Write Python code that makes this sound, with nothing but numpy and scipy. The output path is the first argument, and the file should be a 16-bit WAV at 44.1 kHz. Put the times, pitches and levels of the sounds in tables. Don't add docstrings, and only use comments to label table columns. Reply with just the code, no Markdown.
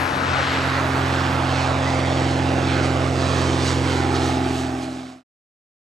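import sys
import numpy as np
from scipy import signal
from scipy.fft import rfft, irfft, next_fast_len
from scipy.io import wavfile
from scipy.ndimage import uniform_filter1d, map_coordinates

SR = 44100
rng = np.random.default_rng(int(sys.argv[2]) if len(sys.argv) > 2 else 0)


def master_out(mix):
    frames = np.transpose(np.atleast_2d(mix))
    ceiling = np.clip(frames, -1, 1)
    pcm = np.round(ceiling * 32767).astype(np.int16)
    wavfile.write(sys.argv[1], SR, pcm)


def elevation(decibels):
    levels = np.asarray(decibels, float)
    return 10 ** (levels / 20)


N = 257103

# time in seconds, pitch in Hz, level in dB.
FAR_HUM = [
    (0, 85, -57),
    (.3, 79.2, -38),
    (.5, 77.4, -38.5),
    (.7, 77.4, -46.5),
    (1.1, 76.8, -50),
    (1.5, 78.5, -47),
    (2.1, 73.4, -47),
    (2.5, 78, -68),
]
# time in seconds, level in dB.
HISS_LEVEL = [(0, -49.5), (.35, -64.5), (.73, -54), (1.8, -67.5), (3.2, -67.5), (3.8, -61), (5.3, -57)]
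# frequency in Hz, level in dB per Hz.
HISS_COLOUR = [(7000, -21), (9500, -1.5), (11000, 1.5), (12700, -5), (14200, -9.5), (15000, -14.5),
               (15600, -38)]
# start in seconds, pitch in Hz, level in dB, length in seconds.
RINGS = [
    (0.358, 520, -24.5, 0.083),
    (0.52, 445, -29.5, .07),
    (0.76, 549, -25, 0.044),
    (0.798, 633, -26, 0.1),
    (1.852, 2000, -27.5, 0.055),
]
# frequency in Hz, level in dB.
WASH_COLOUR = [(40, -24), (70, -5), (130, -7), (200, -4), (330, 0.5), (480, -8.5), (800, -49)]
# centre in seconds, lift in dB, half length in seconds.
WASH_SURGES = [
    (0.177, 3.5, 0.069),
    (1.31, 8.5, .05),
]
# centre in seconds, lift in dB, half length in seconds,
# centre frequency in Hz.
GUSTS = [(0.165, -1.5, 0.11, 1940), (.47, 5, 0.22, 3040), (.95, 0.5, 0.077, 3500), (1.174, 2.5, 0.12, 4200),
         (1.35, 0.5, 0.077, 1300), (.66, 0.5, 0.12, 1800), (1.474, 2.5, .1, 650), (1.59, 4.5, 0.094, 5000),
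         (1.915, 3, 0.081, 5950), (2.225, 2.5, 0.15, 6000), (2.4, -1.5, 0.16, 650), (2.74, 5, .08, 2900),
         (2.856, 5.5, 0.025, 9050), (2.96, -1.5, 0.03, 3600), (3.123, -3.5, 0.047, 1790),
         (0.765, 2, 0.044, 2100), (4.968, 1.5, 0.057, 8500), (3.4, 5.5, 0.21, 5800),
         (3.403, 2.5, 0.36, 650), (3.687, 9, 0.064, 6100), (3.925, 4.5, 0.089, 4480),
         (4.16, 6, 0.015, 5000), (4.189, 3, 0.21, 650), (4.257, 5, 0.061, 6800), (4.407, -3, 0.034, 7100),
         (4.59, 4.5, .05, 6960), (4.743, -3, 0.044, 3000), (4.834, 5.5, 0.017, 8000),
         (5.108, 2.5, 0.043, 7000)]
# frequency in Hz, level at the start in dB, drift in dB per second as the aircraft turns away.
RASP_BANDS = [(650, -9.5, -1.46), (1520, -17.5, -1.41), (4200, -28, -0.16), (8500, -44, 1)]
# frequency in Hz, level in dB.
RASP_COLOUR = [(150, -35), (350, -8), (500, 0), (2000, 1), (5000, 1), (8500, 3.5), (10500, -15),
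               (15000, -33)]
# frequency in Hz, level in dB.
SCATTER_COLOUR = [(100, -37.5), (330, -27), (700, -6.5), (1400, 6.5), (3000, -5.5), (6000, -3), (9000, -9),
                  (12000, -10)]
# time in seconds, firings a second in Hz.
FIRING_RATE = [(0, 133.4), (.45, 133.0), (1.05, 132.5), (1.35, 131.9), (1.65, 131.7), (1.95, 131.9),
               (2.55, 131.6), (2.85, 131.6), (3.45, 131.05), (4.05, 130.55), (4.35, 130.2), (4.65, 129.5),
               (4.95, 128.6), (5.3, 127.6)]
# time in seconds, firing tone in dB, tilt of the tones
# in dB per octave.
ENGINE_NOTE = [
    (0, -34.5, -1.5),
    (.5, -32, -0.5),
    (1, -26.5, -0.5),
    (2.5, -26, 0),
    (3.4, -26, -2.5),
    (4.3, -26.5, -4),
    (4.67, -28, -0.5),
    (5.0, -32, 6),
    (5.25, -37, 11),
]
# multiple of the cycle, level over the firing tone in dB, share of the tilt from
MAIN_TONES = [
    (4, -1.5, -0.52, 0.09),
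    (6, 0, 0, 0.056),
    (12, 0.5, 0.97, .05),
]
# multiple of the cycle, level in dB.
THUMP = [(8, -8), (9, -12), (11, -24), (13, -16.5), (14, -8), (15, -3.5), (16, -9), (17, -12.5), (18, -8),
         (19, -16.5), (20, -17), (21, -13), (22, -12.5), (23, -13.5), (24, -9), (25, -21.5), (26, -11),
         (27, -17.5), (28, -12), (29, -16), (30, -13.5), (31, -9.5), (32, -13), (33, -17.5), (34, -18.5),
         (35, -9), (36, -18.5), (37, -13), (38, -16), (39, -11)]
# time in seconds, extra delay in ms, share left, share right, treble kept from 0 to 1.
GROUND_PATH = [(0, 0.5, 0.24, .21, 0.2), (.6, 0.36, 0.16, .07, .6), (1.4, 0.54, 0.53, .3, 0.23),
               (1.9, 0.77, .45, 0.26, 1), (2.4, .9, 0.19, 0.18, 1), (3.2, 1.39, 0.1, .44, 0.7),
               (3.8, 1.69, .3, .25, 0.6), (4.1, 2.0, 0.64, .43, 0.5), (4.5, 2.14, 1, .63, 0),
               (5.3, 2.4, 0.55, .7, 0)]
# time in seconds, extra delay in ms, share left, share right, treble kept
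WALL_PATH = [(2.8, 0.72, 0.023, 0.031, 1), (3.4, 0.77, 0.12, 0.079, 1), (4.1, 0.92, 0.082, 0.056, 1),
             (4.7, 1.1, 0.13, 0.076, 1), (5.3, 1.4, 0.3, 0.053, .9)]
# time in seconds, left-right difference in dB, scattered share in dB.
AIM = [(0.0, 5.5, -11), (0.66, -2.5, -8.5), (1.39, -3.5, -13), (3.4, -4.5, -15.5), (5.24, -4, -13)]
TURN = (0.35, 0.82)
# frequency in Hz, left-right difference in dB.
EARLY_LEAN = [(60, 1.5), (110, -12.5), (200, -6), (700, -3), (1290, 12), (2380, 3), (4400, -6.5),
              (15000, 1)]
# frequency in Hz, lead in radians.
EARLY_LEAD = [(340, 1.1), (600, 0.92), (1210, 1.4), (1550, 0.68), (1890, 0.49), (2500, -0.3), (3880, -0.84),
              (6370, 0)]
# frequency in Hz, left-right difference in dB.
LEAN = [(60, -2), (110, -4), (380, 1.5), (700, -1.5), (1290, -14), (2380, -7.5), (4400, -3), (15000, 2.5)]
# frequency in Hz, lead in radians.
LEAD = [(340, 0.56), (600, -1.1), (1030, -0.62), (1720, 0.15), (2760, 0.3), (4050, 0.6), (6980, 0.34),
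        (15200, 0.1)]
# time in seconds, left-right difference kept in dB.
TREBLE_WIDTH = [(0, 7), (.3, 0), (.6, -20), (2.3, -0.5), (2.9, 5), (3.7, 6.5), (4.5, 7.5), (5.3, 8.5)]

TIME = np.arange(N) / SR
HALF_EACH = np.array([[.5], [-.5]])


def unit(x):
    return x / np.sqrt(np.mean(x ** 2) + 1e-20)


def along(points, hz):
    f, v = np.transpose(points)
    return np.interp(np.log(hz + 1), np.log(f + 1), v)


def curves(rows):
    s, *cols = np.transpose(rows)
    return [np.interp(TIME, s, c) for c in cols]


def wobble(rate):
    steps = np.arange(0, N + 32, 32)
    knots = rng.standard_normal(int(N * rate / SR) + 4)
    return np.interp(np.arange(N), steps, map_coordinates(knots, [steps * rate / SR]))


def filtered(x, response):
    m = next_fast_len(N + 8192)
    return irfft(rfft(x, m) * response(np.fft.rfftfreq(m, 1 / SR)), m)[..., :N]


def noise(colour, channels=1):
    white = rng.standard_normal((channels, N))
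    return unit(filtered(white, lambda hz: elevation(along(colour, hz))))


def patches(shape, bins, frames):
    field = uniform_filter1d(rng.standard_normal(shape), bins, axis=-2)
    return unit(uniform_filter1d(field, frames, axis=-1))


def bells(x, centre, half):
    return np.exp(-((x - np.reshape(centre, (-1, 1))) / np.reshape(half, (-1, 1))) ** 2)


def gusts(hz, t):
    s, db, half, centre = np.transpose(GUSTS)
    half_octaves = 1.35
    breadth = bells(np.log2(hz + 1), np.log2(centre), half_octaves)
    return (db * breadth.T) @ bells(t, s, half)


def far_engine():
    hz, db = curves(FAR_HUM)
    return np.sqrt(2) * elevation(db + 1.5 * wobble(5.9)) * np.sin(2 * np.pi * np.cumsum(hz) / SR)


def air():
    lift_db = 0.97 * gusts(np.array([10500]), TIME)
    z = signal.stft(noise(HISS_COLOUR), nperseg=1024)[2]
    z = z * elevation(3 * patches(z.shape, bins=16, frames=3))
    uneven = signal.istft(z, nperseg=1024)[1][..., :N]
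    hiss = elevation(curves(HISS_LEVEL)[0] + lift_db + .8 * wobble(10)) * unit(uneven)
    buffet_db = -61 + 2.5 * wobble(3)
    buffet = noise([(15, -8.5), (30, 6.5), (50, 11), (70, -45.5)], channels=2)
    return hiss + elevation(buffet_db + 3) * buffet


def rings():
    out = np.zeros(N)
    unsteady = 1.1 * wobble(60)
    for s, hz, db, length in RINGS:
        swell = np.sin(np.pi * np.clip((TIME - s) / length, 0, 1)) ** 2
        out += elevation(db) * swell * np.sin(2 * np.pi * hz * TIME + unsteady)
    return out


def wash():
    s, db, half = np.transpose(WASH_SURGES)
    sinking_db = -31 - 1.03 * TIME
    level_db = sinking_db + db @ bells(TIME, s, half) + 1.6 * wobble(5)
    return elevation(level_db) * noise(WASH_COLOUR)[0]


def rasp(cycle, depth, patchy_db):
    stroke = np.exp(-2.5 * (6 * (cycle - .03) % 1))
    blades = 0.092 * np.cos(2 * np.pi * 4 * cycle)
    shaft = 0.035 * np.cos(2 * np.pi * 2 * cycle)
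    puff = 1 + 3.25 * depth * (stroke - stroke.mean()) + blades + shaft
    rough = unit(puff * elevation(0.18 * wobble(300))) * rng.standard_normal(N)
    hz, t, z = signal.stft(rough, SR, nperseg=1024)
    bands = np.array(RASP_BANDS)
    start_db = along(bands[:, [0, 1]], hz) + along(RASP_COLOUR, hz)
    drift_db = along(bands[:, [0, 2]], hz)
    gain_db = start_db[:, None] + np.outer(drift_db, t) + gusts(hz, t) - 1.5
    gain_db = gain_db + patchy_db * patches(z.shape, bins=8, frames=6)
    return signal.istft(z * elevation(gain_db), SR, nperseg=1024)[1][:N]


def tones(cycle, level_db, tilt_db):
    out = np.zeros(N)
    skimming_db = 2.5 * np.exp(-(TIME / .45) ** 2)
    for order, db, share, place in MAIN_TONES:
        tone_db = level_db + db + share * tilt_db + (0.41 + skimming_db) * wobble(12)
        out += elevation(tone_db) * np.cos(2 * np.pi * order * (cycle - place))
    thump_db = level_db - 11 + 0.38 * tilt_db - 2 * skimming_db * abs(wobble(28))
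    for order, db in THUMP:
        turn = 2 * np.pi * order
        shimmer = elevation(db + 7 + thump_db + 2.4 * wobble(4))
        drift = .00002 * order ** 3 * wobble(16) + rng.normal(0, .0022 * order ** 2)
        if order % 6 == 0:
            out += shimmer * np.cos(turn * (cycle - .045) + drift)
        else:
            out -= shimmer * np.cos(turn * cycle + drift)
    return np.sqrt(2) * out


def echo(x, path, turn):
    delay_ms, left, right, treble = curves(path)
    soft = filtered(x, lambda hz: np.exp(1j * turn) * np.clip(hz / 300, 0, 1) / (1 + (hz / 10000) ** 2))
    bass = filtered(soft, lambda hz: 1 / (1 + (hz / 950) ** 6))
    deep = filtered(soft, lambda hz: 1 / (1 + (hz / 420) ** 4))
    lag = (delay_ms + 0.0071 * wobble(7.8)) * SR / 1000
    when = [np.arange(N) - lag]
    copy = map_coordinates(bass + treble * (soft - bass) - deep, when, order=3)
    common = map_coordinates(deep, when, order=3)
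    return np.array([left, right]) * copy + (left + right) / 2 * common


def ports(x, lean, lead):
    def response(hz):
        return elevation(HALF_EACH * along(lean, hz)) * np.exp(1j * HALF_EACH * along(lead, hz) * (hz > 330))
    return filtered(x, response)


def scene():
    background = far_engine() + rings() + air()
    cycle = np.cumsum(curves(FIRING_RATE)[0]) / SR / 6
    direct = wash() + rasp(cycle, depth=0.19, patchy_db=1.17) + tones(cycle, *curves(ENGINE_NOTE))
    arriving = direct + echo(direct, GROUND_PATH, turn=4.3) + echo(direct, WALL_PATH, turn=-0.86)
    turned = np.interp(TIME, TURN, [0, 1])
    heard = (1 - turned) * ports(arriving, EARLY_LEAN, EARLY_LEAD) + turned * ports(arriving, LEAN, LEAD)
    apart = np.array([rasp(cycle, depth=0.1, patchy_db=2.0) for port in "LR"])
    apart = filtered(apart, lambda hz: elevation(along(SCATTER_COLOUR, hz)))
    pan_db, scatter_db = curves(AIM)
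    return elevation(HALF_EACH * (pan_db + 3.5)) * heard + elevation(scatter_db + 6.0) * apart + background


def roll_off(x):
    return signal.sosfilt(signal.butter(12, 15640, fs=SR, output="sos"), x)


def record(dry):
    mid, side = (dry[0] + dry[1]) / 2, (dry[0] - dry[1]) / 2
    low_side = filtered(side, lambda hz: 1 / (1 + (hz / 6100) ** 40))
    high_side = filtered(side, lambda hz: (hz > 8300) & (hz < 10600))
    side = low_side + elevation(curves(TREBLE_WIDTH)[0] + 5 * wobble(22)) * high_side
    dull = filtered(np.array([mid + side, mid - side]), lambda hz: 1 / (1 + (hz / 14900) ** 60))
    fade_start, fade_end = 4.37, 5.234
    fader = np.clip((fade_end - TIME) / (fade_end - fade_start), 0, 1) ** 0.99
    return roll_off(dull * fader)


dry = scene()
out = record(dry)
master_out(out)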